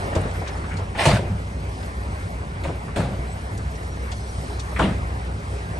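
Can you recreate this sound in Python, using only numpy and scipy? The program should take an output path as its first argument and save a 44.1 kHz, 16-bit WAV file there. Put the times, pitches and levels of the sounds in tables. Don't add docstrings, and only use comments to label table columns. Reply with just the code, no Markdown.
import sys
import numpy as np
from scipy import signal
from scipy.fft import rfft, irfft, next_fast_len
from scipy.io import wavfile
from scipy.ndimage import uniform_filter1d, map_coordinates

SR = 44100
rng = np.random.default_rng(int(sys.argv[2]) if len(sys.argv) > 2 else 0)


def dump_mix(stems):
    frames = np.atleast_2d(stems).T
    limited = np.clip(frames, -1, 1)
    pcm = np.round(limited * 32767).astype(np.int16)
    wavfile.write(sys.argv[1], SR, pcm)


def rack_gain(trim_db):
    fader = np.asarray(trim_db, float)
    return 10 ** (fader / 20)


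N = 255339

# frequency in Hz, level in dB per Hz.
RUMBLE_COLOUR = [(20, -20), (40, -11.5), (55, 1), (75, -0.5), (105, -1), (130, -6), (170, -4.5), (230, -13),
                 (270, -19.5), (400, -46)]
# frequency in Hz, level in dB per Hz.
ROAR_COLOUR = [(150, -12), (260, -3.5), (310, -4.5), (360, -4.5), (414, -1.5), (493, -5.5), (567, -3),
               (645, -6.5), (668, -3), (1020, -6.5), (2090, -12), (4200, -30.5), (5460, -38), (9240, -120)]
# frequency in Hz, level in dB per Hz.
HISS_COLOUR = [(1800, -38), (3000, -4.5), (4200, -2), (5500, -3), (7000, -7.5), (8500, -2.5), (10000, -3.5),
               (11600, -2)]
# frequency in Hz, level in dB per Hz.
GRAVEL_COLOUR = [(180, -22), (300, -12.5), (472, -7), (663, -0.5), (743, -5), (942, -2.5), (1250, -12),
                 (2180, -9.5), (2670, -11.5), (4500, -25.5), (5850, -54), (9900, -120)]
# frequency in Hz, level in dB per Hz.
BED_COLOUR = [(90, -16.5), (160, -1.5), (350, -5), (480, -6.5), (640, -4), (900, -21.5), (1500, -17.5),
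              (2600, -21.5), (4200, -26), (5500, -36), (9000, -32), (11600, -35.5)]

# frequency in Hz, phase in radians by which left leads.
ENGINE_LEAD = [(20, -.02), (70, -.05), (150, -.18), (350, -.6), (700, -1.7), (1030, -2.4), (1600, -3.2),
               (2500, -4.7), (4400, -5.8), (6000, -6.1), (12000, -6.2)]
# frequency in Hz, left-right likeness from 0 to 1.
FAR_LIKENESS = [(70, .997), (150, .98), (300, .87), (1000, .7), (1700, .6), (2400, .4), (3800, .55),
                (5000, .65), (7500, .5), (11000, .3)]
# frequency in Hz, left-right likeness from 0 to 1.
BED_LIKENESS = [(100, .999), (300, 0.91), (1500, 0.76), (3500, 0.32), (6500, 0.51), (9000, 0.31),
                (11000, 0.089)]

# multiple of the cycle rate, level in dB, drift in dB per s.
IDLE_ORDERS = [(11.05, -58, -2.5), (12, -34.5, 1.1), (13.05, -49.5, 1.5), (13.96, -45, 1), (15.7, -46, 0),
               (17.88, -37.5, -1), (18.87, -46, 2.5), (19.94, -42.5, 1), (21.33, -60.5, -1.5),
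               (20.9, -65, -0.5), (30, -49.5, 1.5), (32.55, -62.5, 1.5), (41.9, -55.5, 0),
               (82.4, -59.5, 0.5)]
# time in seconds, firing rate in Hz, level in dB.
HOIST_REVS = [
    (0, 22.28, -41),
    (1.3, 23, -51),
    (2.2, 24, -43),
    (3.0, 26.6, -53.5),
    (4.4, 26.63, -56),
    (5.79, 26.55, -44),
]
# time in seconds, roar level in dB.
ENGINE_EFFORT = [(0, -32.5), (.25, -35), (.8, -38), (1.5, -39.5), (1.9, -38), (2.3, -38.5), (3.4, -39.5),
                 (4.5, -38), (5.2, -38), (5.79, -37)]
# time in seconds, hiss level in dB.
TRICKLE_LEVEL = [(0, -45), (.6, -50), (.92, -54.5), (1.3, -51), (1.87, -49.5), (2.5, -52.5), (2.95, -54),
                 (3.4, -50.5), (4.2, -49), (4.7, -47), (5.13, -51), (5.79, -49.5)]

# start in seconds, length in seconds, pitch in Hz, level in dB.
HINGE_SQUEAKS = [
    (.40, 0.0081, 5270, -50),
    (0.523, 0.031, 5300, -53),
    (3.262, 0.066, 4070, -60),
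    (3.259, 0.095, 8000, -60),
    (3.881, 0.066, 5670, -63),
    (3.942, 0.042, 6440, -67),
    (4.126, 0.14, 6200, -57.5),
    (4.257, 0.057, 5730, -60),
    (4.426, 0.21, 4120, -59),
    (4.48, .08, 5520, -61),
]
# start in seconds, level in dB, centre in Hz.
STONE_CLACKS = [(0.069, -29, 487), (0.125, -19.5, 740), (0.157, -15.5, 470), (0.251, -19, 408),
                (0.348, -29, 1090), (0.414, -20.5, 500), (0.481, -29, 550), (0.549, -26, 570),
                (0.639, -29, 1160), (0.79, -21, 495), (0.949, -22, 800), (2.649, -18.5, 458),
                (2.689, -19, 404), (2.879, -28.5, 716), (2.999, -20.5, 672), (4.118, -26, 409),
                (4.498, -25, 402), (4.718, -24.5, 664)]
# start in seconds, level in dB, centre in Hz.
STONE_TICKS = [(0.151, -25, 4170), (0.289, -40, 3570), (0.308, -39, 3910), (0.475, -25, 3600),
               (0.569, -38, 5700), (0.6906, -35, 8890), (0.767, -29, 4760), (0.79, -36, 4560),
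               (1.8282, -35, 3300), (2.962, -41, 3050), (3.752, -34.5, 5300), (4.115, -24, 4080),
               (4.451, -42, 4140), (4.594, -24.5, 4300), (5.2633, -37, 3340)]
# start in seconds, level in dB, centre in Hz, t60 in seconds, width in octaves.
WALL_RAPS = [(0.211, -24.5, 9200, .04, 0.28), (.708, -29, 1770, 0.3, 0.4), (2.640, -25, 2140, 0.14, 0.38),
             (2.965, -38, 1900, 0.23, 0.99), (3.575, -25.5, 6800, 0.049, 1.1),
             (4.760, -22.5, 1660, 0.25, 0.61), (4.795, -24.5, 3100, 0.24, 0.18),
             (4.825, -24, 2860, 0.29, 0.35), (.156, -15.5, 333, 0.22, 0.79), (.46, -29, 1310, 0.35, 0.76),
             (1.058, -13.5, 590, 0.4, 0.29), (1.19, -24, 467, 0.72, 0.55), (2.962, -21, 450, 0.68, 0.94),
             (4.793, -11, 800, 0.26, 0.89), (4.815, -24, 650, 0.38, 0.56)]
# start in seconds, rise in seconds, run in seconds, level in dB, sag in dB per s.
GRAVEL_SURGES = [
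    (0.944, 0.052, .05, -20.5, 18),
    (1.05, 0.0047, 0.12, -15.5, 93),
]
# start in seconds, level in dB, tilt in dB per octave, t60 in seconds at 1 kHz,
# hold in seconds.
BOULDER_CRASHES = [
    (0.15, -18.5, 0.5, 0.55, 0.017),
    (1.054, -9.5, 3.5, 0.62, 0.008),
    (2.635, -24.5, 2, 0.36, 0.049),
    (2.959, -15.5, 1.35, 0.71, 0.035),
    (4.790, -10, -0.24, 0.44, 0.041),
]
# start in seconds, level in dB, pitch in Hz, t60 in seconds.
PANEL_THUDS = [(0.163, -7.5, 83.8, 0.16), (0.219, -35, 91.5, 0.15), (0.375, -18, 90.2, 0.43),
               (0.428, -19, 70.0, 0.15), (0.719, -17, 92.2, 0.3), (0.76, -19, 80.7, 0.092),
               (1.067, -6.5, 144.8, 0.35), (1.13, -4.5, 113.6, 0.24), (1.187, -19, 97.6, 0.14),
               (1.301, -10, 95, 0.33), (1.348, -10.5, 90.5, 0.098), (2.669, -8.5, 75, 0.13),
               (2.971, -16, 108.6, 0.24), (2.992, -13.5, 165, 0.2), (3.039, -17, 129.1, 0.43),
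               (3.19, -18.5, 61.2, 0.4), (4.81, -13, 165.4, 0.29), (4.831, -14.5, 197, 0.26),
               (4.885, -12, 111.3, 0.14)]

# frequency in Hz, gain in dB.
SUM_TREBLE = [(9550, 0), (9750, -45), (10550, -45), (10750, -1.2), (11550, -1.2), (11700, -90)]
# frequency in Hz, gain in
# dB.
DIFFERENCE_TREBLE = [(8150, 0), (8350, -40), (8950, -40), (9100, 4.5), (11150, 1), (11400, -90)]
# frequency in Hz, threshold in dB.
SUM_FLOOR = [(900, -30), (1250, -8), (2000, -6.5), (2600, -20), (6000, -20), (6500, 2), (7100, 2),
             (7600, -20), (10400, -30), (10600, 2.4), (12000, 2.4)]
# frequency in Hz, threshold in dB.
DIFFERENCE_FLOOR = [(2500, -30), (3800, -6), (5000, -5.5), (6200, -4.8), (7500, -4.6), (8200, -2),
                    (9000, -30)]

CYCLE_HZ = 5.148
RUMBLE_DB, RUMBLE_FOLLOWS = -33, 0.22
ROAR_WOBBLE_DB = 0.5
SQUEAK_DRIFT = 0.004
CLACK_T60_S, CLACK_OCTAVES = 0.14, 0.91
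TICK_T60_S, TICK_OCTAVES = 0.086, 0.7
RISE_DB, STOP_DB_PER_S, GRIT_DB = 28, 400, -6.5
AFTER_DB, AFTER_T60_S, AFTER_RISE_S, ECHO_DB = -10.5, 1.11, 0.022, -18.5


def unit(x):
    return x / np.sqrt(np.mean(x ** 2) + 1e-20)


def along(points, hz):
    f, v = np.transpose(points)
    return np.interp(np.log(hz + 1), np.log(f + 1), v)


def colour(spectrum):
    return lambda hz: rack_gain(along(spectrum, hz))


def curves(rows):
    s, *columns = np.transpose(rows)
    return [np.interp(np.arange(N) / SR, s, column) for column in columns]


def wobble(rate, size=N):
    coarse = np.arange(0, size + 64, 64)
    knots = rng.standard_normal(int(size * rate / SR) + 4)
    return np.interp(np.arange(size), coarse, map_coordinates(knots, [coarse * rate / SR]))


def filtered(x, response):
    m = next_fast_len(x.shape[-1] + 4096)
    spectrum = rfft(x, m) * response(np.fft.rfftfreq(m, 1 / SR))
    return irfft(spectrum, m)[..., :x.shape[-1]]


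def pair(size, gain, alike, lead=0, patchy_db=0):
    z = signal.stft(rng.standard_normal((3, size + 512)), nperseg=512)[2]
    patches = uniform_filter1d(rng.standard_normal(z.shape[1:]), size=5, axis=0)
    patches = uniform_filter1d(patches, size=10, axis=1)
    noise = signal.istft(z * rack_gain(patchy_db * unit(patches)), nperseg=512)[1][:, :size]
    shared, left, right = noise
    share = lambda hz: np.clip(along(alike, hz), 0, 1)
    turn = lambda hz: np.exp(.5j * lead * along(ENGINE_LEAD, hz) * [[1], [-1]])
    direct = filtered(shared, lambda hz: gain(hz) * np.sqrt(share(hz)) * turn(hz))
    diffuse = filtered(np.array([left, right]), lambda hz: gain(hz) * np.sqrt(1 - share(hz)))
    return unit(direct + diffuse)


def grains(size, per_s, depth):
    spikes = (rng.random(size) < per_s / SR) * rng.exponential(size=size)
    return unit(1 + depth * signal.lfilter([1], [1, -np.exp(-1 / (0.0035 * SR))], spikes))


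def add(track, s, sound):
    part = track[:, round(s * SR):][:, :sound.shape[-1]]
    part += sound[..., :part.shape[-1]]


def engines():
    t = np.arange(N) / SR
    turn = 2 * np.pi * CYCLE_HZ * t

    def line(k, phase):
        swell = np.sqrt(2) * rack_gain(0.85 * wobble(4.97))
        return swell * np.sin(k * phase + 0.27 * wobble(3.15) + k * k)

    tones = sum(rack_gain(db + drift_db * (t - t.mean())) * line(k, turn) for k, db, drift_db in IDLE_ORDERS)
    firing_hz, hoist_db = curves(HOIST_REVS)
    revs = 2 * np.pi * np.cumsum(firing_hz) / SR
    tones += rack_gain(hoist_db) * (line(2.2, revs) + rack_gain(2.0) * line(2.5, revs))

    roar_db, = curves(ENGINE_EFFORT)
    rumble_db = RUMBLE_DB + RUMBLE_FOLLOWS * (roar_db - roar_db.mean()) + 0.62 * wobble(11)
    rumble = rack_gain(rumble_db) * pair(N, colour(RUMBLE_COLOUR), FAR_LIKENESS, lead=0.96, patchy_db=2.0)
    beat = 1 + 0.051 * np.sin(18 * turn)
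    roar_level = rack_gain(roar_db + 2.5 + ROAR_WOBBLE_DB * wobble(6.1)) * beat
    roar = roar_level * pair(N, colour(ROAR_COLOUR), FAR_LIKENESS, lead=0.95, patchy_db=1.72)
    return tones + rumble + roar


def trickle():
    hiss_db, = curves(TRICKLE_LEVEL)
    level = rack_gain(hiss_db + 5.0 + 1.45 * wobble(6)) * grains(N, 170, 0.081)
    return level * pair(N, colour(HISS_COLOUR), FAR_LIKENESS, lead=0.93, patchy_db=1.6)


def squeaks():
    out = np.zeros((2, N))
    for s, length, hz, db in HINGE_SQUEAKS:
        size = round(length * SR)
        drift = 1 + SQUEAK_DRIFT * wobble(39.0, size)
        level = rack_gain(db + 4.5 + 4.4 * wobble(44, size)) * signal.windows.tukey(size, .5)
        add(out, s, level * np.sin(2 * np.pi * np.cumsum(hz * drift) / SR))
    return out


def stones():
    out = np.zeros((2, N))
    clacks = [(*row, CLACK_T60_S, CLACK_OCTAVES) for row in STONE_CLACKS]
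    ticks = [(*row, TICK_T60_S, TICK_OCTAVES) for row in STONE_TICKS]
    for s, db, hz, t60, octaves in clacks + ticks + WALL_RAPS:
        size = round(SR * min(.2, t60 / 2 + .03))
        t = np.arange(size) / SR
        hump = lambda f: np.exp(-.5 * (np.log2((f + 1) / hz) / octaves) ** 2)
        level = rack_gain(db - 6.0 - 60 * t / t60) * (1 - np.exp(-t / 0.0031))
        add(out, s, level * pair(size, hump, BED_LIKENESS, patchy_db=2.0))
    return out * rack_gain([[1.2], [-1.2]])


def slide():
    out, size = np.zeros((2, N)), SR // 3
    t = np.arange(size) / SR
    for s, rise, run, db, sag_db in GRAVEL_SURGES:
        flow_db = db - RISE_DB * np.maximum(1 - t / rise, 0)
        flow_db = flow_db - sag_db * np.maximum(t - rise, 0)
        flow_db = flow_db - STOP_DB_PER_S * np.maximum(t - rise - run, 0)
        body = grains(size, 267, 0.18) * pair(size, colour(GRAVEL_COLOUR), BED_LIKENESS, patchy_db=2.5)
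        grit = grains(size, 570, 0.23) * pair(size, colour(HISS_COLOUR), BED_LIKENESS, patchy_db=3.5)
        add(out, s, rack_gain(flow_db) * (body + rack_gain(GRIT_DB) * grit))
    return out


def crashes():
    out, size = np.zeros((2, N)), SR // 2
    t = np.arange(size) / SR
    after_colour = lambda f: rack_gain(along(RUMBLE_COLOUR, f)) + rack_gain(ECHO_DB + along(ROAR_COLOUR, f))
    for s, db, tilt_db, t60, hold in BOULDER_CRASHES:
        bed = lambda f: rack_gain(along(BED_COLOUR, f) + tilt_db * np.log2((f + 50) / 1000))
        shake = pair(size, bed, BED_LIKENESS, patchy_db=1.5)
        hz, frame, z = signal.stft(grains(size, 220, 0.079) * shake, SR, nperseg=256)
        life = t60 * ((hz[:, None] + 100) / 1000) ** -.2
        decay = rack_gain(-60 * np.maximum(frame - hold, 0) / life)
        dying = signal.istft(z * decay, SR, nperseg=256)[1][:, :size]
        blow = (1 - np.exp(-t / 0.0013)) * (1 + 1.1 * np.exp(-t / 0.0098))
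        add(out, s, rack_gain(db - 12.5) * blow * dying)

        after = pair(size, after_colour, FAR_LIKENESS, patchy_db=3.0) * np.cos(np.pi * t) ** .5
        after_level = rack_gain(db + AFTER_DB - 60 * t / AFTER_T60_S) * (1 - np.exp(-t / AFTER_RISE_S))
        add(out, s, after_level * after)
    return out


def thuds():
    out, size = np.zeros((2, N)), SR // 2
    t = np.arange(size) / SR
    for s, db, hz, t60 in PANEL_THUDS:
        ratio, phase = rng.random((2, 3, 1))
        upper = np.sin(2 * np.pi * (hz * (1.2 + 1.1 * ratio) * t + phase)).sum(axis=0)
        panel = np.sin(2 * np.pi * hz * t) + 0.23 * upper
        add(out, s, rack_gain(db - 4.5 - 60 * t / t60) * (1 - np.exp(-t / 0.0025)) * panel)
    return out


def scene():
    return engines() + trickle() + squeaks() + stones() + slide() + crashes() + thuds()


def dropouts(mid, side):
    hz, _, z = signal.stft(np.array([mid, side]), SR, nperseg=2048)
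    hz = hz[:1024]
    power = (np.abs(z[:, :1024]) ** 2).reshape(2, 128, 8, -1).mean(axis=2)
    power = uniform_filter1d(power, size=2, axis=2)
    lead_db = 10 * np.log10((power[0] + 1e-20) / (power[1] + 1e-20))
    lead_db = np.repeat(lead_db, 8, axis=0)
    keep_mid = lead_db > along(SUM_FLOOR, hz)[:, None]
    keep_side = -lead_db > along(DIFFERENCE_FLOOR, hz)[:, None]
    kept = np.concatenate([z[:, :1024] * [keep_mid, keep_side], z[:, 1024:]], axis=1)
    return signal.istft(kept, SR, nperseg=2048)[1][:, :N]


def low_pass(x):
    return signal.sosfilt(signal.butter(12, 11710, fs=SR, output="sos"), x)


def record(dry):
    dry = dry / (1 + np.abs(dry / .75) ** 4) ** (1 / 4)
    mid = filtered((dry[0] + dry[1]) / 2, colour(SUM_TREBLE))
    mid, side = dropouts(mid, (dry[0] - dry[1]) / 2)
    side = filtered(side, colour(DIFFERENCE_TREBLE))
    return low_pass(np.array([mid + side, mid - side]))


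dry = scene()
out = record(dry)
dump_mix(out)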